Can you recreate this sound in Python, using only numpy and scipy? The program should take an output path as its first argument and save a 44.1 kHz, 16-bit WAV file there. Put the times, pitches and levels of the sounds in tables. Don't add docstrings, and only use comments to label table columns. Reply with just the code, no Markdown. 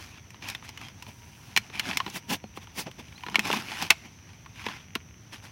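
import sys
import numpy as np
from scipy import signal
from scipy.fft import rfft, irfft
from scipy.io import wavfile
from scipy.ndimage import uniform_filter1d

SR = 44100
rng = np.random.default_rng(int(sys.argv[2]) if len(sys.argv) > 2 else 0)


def output_pcm(signal):
    pcm = np.clip(np.atleast_2d(signal).T, -1, 1) * 32767
    wavfile.write(sys.argv[1], SR, np.round(pcm).astype(np.int16))


N = 242991
TIME = np.arange(N) / SR

# (frequency [Hz], relative density [dB per Hz])
GRIT_COLOUR = [(300, -26), (550, -40), (780, -7), (1000, -0.5), (1280, -6), (1900, -1.5), (2400, 1),
               (3000, -1.5), (3500, -5), (4050, -12), (5000, -15.5), (6000, -12.5), (7200, -28),
               (10000, -58)]
# (frequency [Hz], relative density [dB per Hz])
PALM_HISS_COLOUR = [(3000, -6.5), (5000, 5.5), (7200, -1.5), (9800, 1), (12000, -1), (14500, -2),
                    (16500, 1.5)]


def amp(db):
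    return 10 ** (np.asarray(db) / 20)


def unit(x):
    return x / np.sqrt(np.mean(x ** 2) + 1e-20)


def add(mix, start_s, sound):
    part = mix[max(round(start_s * SR), 0):][:len(sound)]
    part += sound[:len(part)]


def colour(x, points):
    point_hz, point_db = np.transpose(points)
    hz = np.fft.rfftfreq(len(x), 1 / SR)
    gain = amp(np.interp(np.log(hz + 1), np.log(point_hz), point_db))
    return unit(irfft(rfft(x) * gain, len(x)))


def wander(per_s):
    return unit(np.interp(TIME * per_s, np.arange(8192), rng.standard_normal(8192)))


def band(x, edges_hz, order):
    return signal.sosfilt(signal.butter(order, edges_hz, "bandpass", fs=SR, output="sos"), x)


def click(levels_db, spot_mode, slip_s, scatter_db=-15, scatter_s=0.01, kick=6.7):
    # (low edge [Hz], high edge [Hz])
    registers = [(150, 520), (740, 1500), (1700, 3850), (4100, 16000)]
    # (nominal frequency [Hz], gain over bare click [dB], t60 [s])
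    jar_modes = [(214, 18.5, 0.13), (312, 5.5, 0.0087), (662, 16, 0.053), (880, 5, 0.027), (1040, 4, 0.012),
                 (1393, 3, 0.17), (1780, 7.5, 0.0099), (2080, 3.5, 0.019), (2386, 11, 0.005),
                 (2500, 1, 0.13), (2950, 7, 0.0053), (3300, 2, 0.041), (4160, 13, 0.036), (4440, 5, 0.017),
                 (5380, 18.5, 0.0024)]
    t = np.arange(8192) / SR
    slip_fade = np.exp(-t / slip_s)
    scatter_fade = amp(scatter_db) * np.exp(-t / scatter_s)
    push = rng.standard_normal(len(t)) * (slip_fade + scatter_fade)
    push[0] += kick

    ring = np.zeros(len(t))
    for hz, gain_db, t60_s in [*jar_modes, spot_mode]:
        fade = np.exp(-np.log(1000) * t / t60_s)
        detune = rng.uniform(.985, 1.015)
        ring += amp(gain_db) * 2 * fade / fade.sum() * np.cos(2 * np.pi * hz * detune * t)
    sound = push + signal.fftconvolve(push, ring)[:len(t)]

    blow = np.zeros(len(t))
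    level_samples = round(.01 * SR)
    for level_db, edges_hz in zip(levels_db, registers):
        part = band(sound, edges_hz, order=4)
        blow += amp(level_db) * part / np.std(part[:level_samples])
    return blow


def snaps(thud_db=-22.5, body_db=-12, slip_s=0.0027, spot_db=18, spot_t60_s=.015):
    # (time [s], crack level [dB], bright edge over crack [dB], nominal ring of struck spot [Hz])
    snap_events = [(0.305, -50, -3.5, 2530), (0.424, -42.5, -16, 2400), (0.4865, -36.5, -4.5, 2430),
                   (0.5, -38.5, -1.5, 3730), (0.5495, -34, -13.5, 3550), (0.6908, -45.5, -0.5, 2880),
                   (0.7751, -41.5, -11.5, 2900), (0.8138, -45, -10, 2670), (0.8846, -49, -5, 2800),
                   (1.0246, -45.5, -2.5, 2630), (1.564, -19.5, -10, 2460), (1.5743, -18.5, -8, 2330),
                   (1.7955, -26, -8, 2680), (1.7995, -31.5, -12, 2270), (1.9125, -31.5, -33, 2340),
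                   (1.932, -36, -24, 2630), (1.9719, -24, -5, 2120), (2.1004, -50, 4.5, 5800),
                   (2.9141, -48.5, -10, 3060), (3.083, -56, -20, 2600), (3.125, -49.5, -22, 2350),
                   (3.179, -49.5, -19, 2700), (3.208, -52, -18, 2530), (3.299, -47, -6, 2900),
                   (3.3566, -15.5, -18.5, 2290), (3.3934, -22.5, -10.5, 2600), (3.453, -35, -9, 2420),
                   (3.475, -37, -5, 2600), (3.514, -29.5, -12, 2770), (3.5286, -27, -10, 1550),
                   (3.824, -37.5, 2, 3430), (3.9022, -19.5, -17, 2070), (3.905, -11, -7.5, 2550),
                   (4.953, -29.5, -9.5, 2840)]
    out = np.zeros(N)
    for start_s, level_db, edge_db, spot_hz in snap_events:
        levels_db = level_db + np.array([thud_db, body_db, 0, edge_db])
        add(out, start_s, click(levels_db, (spot_hz, spot_db, spot_t60_s), slip_s))
    return out


def knocks(edge_over_crack_db=-18, slip_s=.0024, spot_db=24.5, spot_t60_s=0.032):
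    # (time [s], body level [dB], thud over body [dB], crack over body [dB], nominal ring of spot [Hz])
    knock_events = [(0.3444, -50, -10, -2, 1050), (0.6254, -48, -4.5, -4.5, 1030),
                    (1.0238, -48, -18, -0.5, 1000), (1.066, -53, -5, 3.5, 970), (1.7003, -52, -2, 2, 810),
                    (2.0019, -26.5, -25, -4, 1070), (2.0638, -37.5, -1, 0.5, 1006),
                    (2.078, -42.5, -1, -2, 785), (2.4403, -47, 8.5, -3.5, 720),
                    (2.5734, -40.5, 0, -4.5, 760), (2.6716, -51, -14, -0.5, 960), (2.868, -47, 4, -10, 680),
                    (2.879, -52, 10, -8, 608), (3.2359, -38, -28, -2.5, 973), (3.2645, -41, -4, 1.5, 964),
                    (3.285, -38, -2.5, -3.5, 950), (3.3445, -33, -8, 1.5, 1900),
                    (3.3841, -39.5, 7.5, -17, 840), (3.5016, -28, -0.5, -10, 940),
                    (3.533, -26.5, -6.5, -10, 980), (3.718, -39, -17, 1.5, 840),
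                    (3.823, -32.5, -13, -4, 750), (4.4605, -47.5, -24, -4, 1110),
                    (4.6647, -36, 1.5, 4, 980), (4.686, -38.5, -7, -1, 1030), (4.957, -36, 2.5, 0.5, 210)]
    out = np.zeros(N)
    for start_s, level_db, thud_db, crack_db, spot_hz in knock_events:
        levels_db = level_db + np.array([thud_db, 0, crack_db, crack_db + edge_over_crack_db])
        add(out, start_s, click(levels_db, (spot_hz, spot_db, spot_t60_s), slip_s))
    return out


def verge(x, level_db=-33.5, t60_s=.7, low_hz=500, high_hz=14000):
    t = np.arange(SR) / SR
    tail = band(rng.standard_normal(SR), (low_hz, high_hz), order=1) * amp(-60 * t / t60_s)
    return amp(level_db) * signal.fftconvolve(x, tail / np.linalg.norm(tail))[:N]


def grains(per_s, spread_db, smooth):
    size_db = spread_db * np.minimum(rng.exponential(1, N), 4)
    size = amp(size_db) * rng.choice([-1, 1], N)
    slips = unit(size * (rng.random(N) < per_s / SR))
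    return slips + smooth * rng.standard_normal(N)


def pebbles(per_s, spread_db, ring_s):
    t = np.arange(1024) / SR
    tick = rng.standard_normal(len(t)) * np.exp(-t / ring_s)
    return unit(signal.fftconvolve(grains(per_s, spread_db, smooth=0), tick)[:N])


def patchy(x, depth_db, count_frames, count_bins):
    spectra = signal.stft(x, nperseg=256)[2]
    patches = uniform_filter1d(rng.standard_normal(spectra.shape), count_frames, 1)
    patches = uniform_filter1d(patches, count_bins, 0)
    return signal.istft(spectra * amp(depth_db * unit(patches)), nperseg=256)[1][:N]


def swell(peak_s, rise_s, fall_s, shape=1.43):
    width_s = np.where(TIME < peak_s, rise_s, fall_s)
    return np.exp(-(abs(TIME - peak_s) / width_s) ** shape)


def friction(strokes):
    powers = np.zeros((3, N))
    for peak_s, rise_s, fall_s, level_db, hollow_db, hiss_db in strokes:
        levels_db = level_db + np.array([hollow_db, 0, hiss_db])
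        powers += np.outer(amp(levels_db), swell(peak_s, rise_s, fall_s)) ** 2
    return powers


def coloured_layers(slips, powers, colours):
    return sum(np.sqrt(power) * colour(slips, points) for power, points in zip(powers, colours))


def scuffs(judder_db=0.77, pebbles_db=-7, swing_db=1.45, rustle_hollow_db=-4, rustle_hiss_db=-7):
    # (peak [s], rise [s], fall [s], grit level [dB], hollow rub over grit [dB], fine hiss over grit [dB])
    shoe_strokes = [(0.01, 0.037, 0.095, -49.5, -12, -4), (0.18, 0.049, 0.015, -51.5, -9, -16),
                    (0.44, .02, 0.034, -42, -6, -16), (0.497, 0.038, 0.034, -40, -14, -7),
                    (0.65, 0.018, 0.022, -50, -6, -5), (0.69, 0.019, 0.019, -47.5, -7.5, -9),
                    (0.845, 0.077, .055, -47.5, -6, -12), (1.755, 0.023, 0.053, -41, -8, -10.5),
                    (1.885, 0.046, 0.077, -35, -5, -10.5), (3.33, 0.087, 0.16, -50, -2, -14),
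                    (3.468, 0.015, 0.047, -36.5, -1.5, -11), (3.545, 0.098, .07, -33.5, -4, -9),
                    (3.722, 0.1, 0.056, -42, -9, -8), (3.825, 0.068, 0.046, -36.5, -9, -6),
                    (4.06, 0.029, .02, -53, 0, -10), (4.295, .025, .025, -55, -9, -14),
                    (4.61, 0.05, 0.11, -46, -14, -9.5), (4.688, 0.046, 0.096, -42.5, -11.5, -14.5),
                    (5.333, .01, 0.029, -42, -11.5, -6.5), (5.448, 0.015, .028, -49.5, -5, -5)]
    # (time [s], grit level before swing [dB])
    rustle_levels = [(0, -62), (0.6, -65.5), (1.2, -62), (1.5, -58.5), (2.45, -65.5), (3.1, -60.5),
                     (4.2, -61.5), (4.9, -71), (5.5, -61)]
    # (frequency [Hz], relative density [dB per Hz])
    rub_colour = [(40, -71), (110, -7.5), (200, 4.5), (330, -2.5), (500, -13.5), (700, -5.5), (870, -6),
                  (1040, -16), (1300, -45), (2000, -41)]
    # (frequency [Hz], relative density [dB per Hz])
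    hiss_colour = [(3000, -0.5), (5000, 8), (7200, 0.5), (8300, -2), (9800, 1), (12000, -0.5), (14500, -9),
                   (16500, -4.5)]
    slips = grains(per_s=3500, spread_db=3.0, smooth=0.69)
    slips = unit(slips * amp(judder_db * wander(per_s=280)))
    slips = slips + amp(pebbles_db) * pebbles(per_s=90, spread_db=1.8, ring_s=0.0013)
    slips = patchy(slips, depth_db=2.2, count_frames=10, count_bins=2)
    rustle_db = np.interp(TIME, *np.transpose(rustle_levels)) + swing_db * wander(per_s=12)
    rustle_powers = np.outer(amp([rustle_hollow_db, 0, rustle_hiss_db]), amp(rustle_db)) ** 2
    powers = friction(shoe_strokes) + rustle_powers
    return coloured_layers(slips, powers, (rub_colour, GRIT_COLOUR, hiss_colour))


def rubs():
    # (peak [s], rise [s], fall [s], grit level [dB], hollow rub over grit [dB], fine hiss over grit [dB])
    hand_strokes = [(1.087, 0.011, 0.017, -52, 6, -3), (2.09, 0.06, .04, -49, -3, -5),
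                    (2.167, 0.025, 0.016, -36, -7.5, -3), (2.304, 0.0098, 0.017, -33.5, 1, -1.5),
                    (2.334, 0.023, .018, -33, -1, -.5), (2.572, 0.014, 0.012, -48.5, -15, -3),
                    (2.635, 0.025, 0.014, -51.5, -6, -7), (2.794, 0.022, 0.024, -35.5, -1, 1.5),
                    (2.868, 0.0053, 0.016, -42, 3.5, -18), (2.995, 0.01, 0.017, -44.5, 3, -10.5)]
    # (frequency [Hz], relative density [dB per Hz])
    palm_rub_colour = [(40, -77), (110, -5), (200, 4.5), (330, -3.5), (500, -11), (700, -7.5), (870, -8),
                       (1040, -11), (1300, -32), (2000, -60)]
    # (frequency [Hz], relative density [dB per Hz])
    palm_grit_colour = [(300, -32), (550, -30), (780, -4.5), (1000, -3.5), (1280, -7.5), (1900, -2.5),
                        (2400, 0.5), (3000, 0), (3500, -3), (4050, -12), (5000, -14), (6000, -8.5),
                        (7200, -26), (10000, -62)]
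    slips = grains(per_s=5000, spread_db=2.0, smooth=1.1)
    slips = patchy(slips, depth_db=2, count_frames=6, count_bins=3)
    colours = (palm_rub_colour, palm_grit_colour, PALM_HISS_COLOUR)
    return coloured_layers(slips, friction(hand_strokes), colours)


def soft_hiss():
    # (peak [s], rise [s], fall [s], level [dB])
    hiss_swells = [(1.11, .06, 0.11, -70), (1.48, 0.47, .12, -60.5), (3.22, 0.18, .15, -63.5)]
    level = np.zeros(N)
    for peak_s, rise_s, fall_s, level_db in hiss_swells:
        level += amp(level_db) * swell(peak_s, rise_s, fall_s)
    return level * colour(rng.standard_normal(N), PALM_HISS_COLOUR)


def stalks(level_db=-68):
    return amp(level_db) * colour(pebbles(per_s=8, spread_db=1.5, ring_s=0.00071), GRIT_COLOUR)


def insect(level_db=-61.5, low_hz=5400, high_hz=6450, strokes_per_s=73, waver_hz=110, blur=.8):
    stroke_rate_hz = strokes_per_s * (1 + 0.0373 * wander(per_s=30))
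    stroke = np.cumsum(stroke_rate_hz) / SR % 1
    hz = low_hz + (high_hz - low_hz) * stroke + waver_hz * wander(per_s=700)
    chirps = np.sqrt(np.sin(np.pi * stroke)) * np.sin(2 * np.pi * np.cumsum(hz) / SR)
    t = np.arange(4096) / SR
    scatter = rng.standard_normal(len(t)) * np.exp(-t / 0.035)
    smear = signal.fftconvolve(chirps, scatter)[:N]
    return amp(level_db) * unit(unit(chirps) + blur * unit(smear))


def bird():
    # (time [s], length [s], start pitch [Hz], end pitch [Hz], peak level [dB])
    chips = [(0.828, 0.058, 3230, 3220, -47.5), (2.422, 0.048, 4450, 4250, -61),
             (3.153, 0.022, 3800, 4200, -49), (3.18, 0.016, 4750, 4250, -52),
             (3.254, 0.027, 3650, 4100, -54)]
    out = np.zeros(N)
    for start_s, length_s, start_hz, end_hz, level_db in chips:
        progress = np.linspace(0, 1, round(length_s * SR))
        hz = end_hz + (start_hz - end_hz) * (1 - progress) ** 2
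        tone = np.sin(2 * np.pi * np.cumsum(hz) / SR)
        add(out, start_s, amp(level_db) * np.sin(np.pi * progress) * tone)
    return out


def whine(hz=945, waver_hz=14, swing_db=3.2):
    # (time [s], peak level before swing [dB])
    whine_levels = [(0, -72), (.95, -73), (1.2, -60.5), (1.65, -72), (2.4, -59), (2.8, -81), (5.5, -78)]
    turns = np.cumsum(hz + waver_hz * wander(per_s=130)) / SR
    level_db = np.interp(TIME, *np.transpose(whine_levels)) + swing_db * wander(per_s=23)
    return amp(level_db) * np.sin(2 * np.pi * turns)


def air(level_db=-51):
    # (frequency [Hz], relative density [dB per Hz])
    air_colour = [(20, -37), (35, -27), (50, -7), (100, 4.5), (150, -2.5), (200, -6.5), (330, -14.5),
                  (550, -22), (950, -23.5), (1350, -24), (2400, -22.5), (4000, -31), (7500, -40.5),
                  (16000, -39.5)]
    return amp(level_db) * colour(rng.standard_normal(N), air_colour)


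def scene():
    jar = snaps() + knocks()
    near = jar + verge(jar) + scuffs() + rubs() + soft_hiss() + stalks()
    far = insect() + bird() + whine() + air()
    return (near + far)[None]


def record(dry, ceiling=.85, edge_hz=16200):
    rounded = ceiling * np.tanh(dry / ceiling)
    low_pass = signal.firwin(301, edge_hz, window=("kaiser", 9), fs=SR)
    return signal.oaconvolve(rounded, low_pass[None], "same")


dry = scene()
out = record(dry)
output_pcm(out)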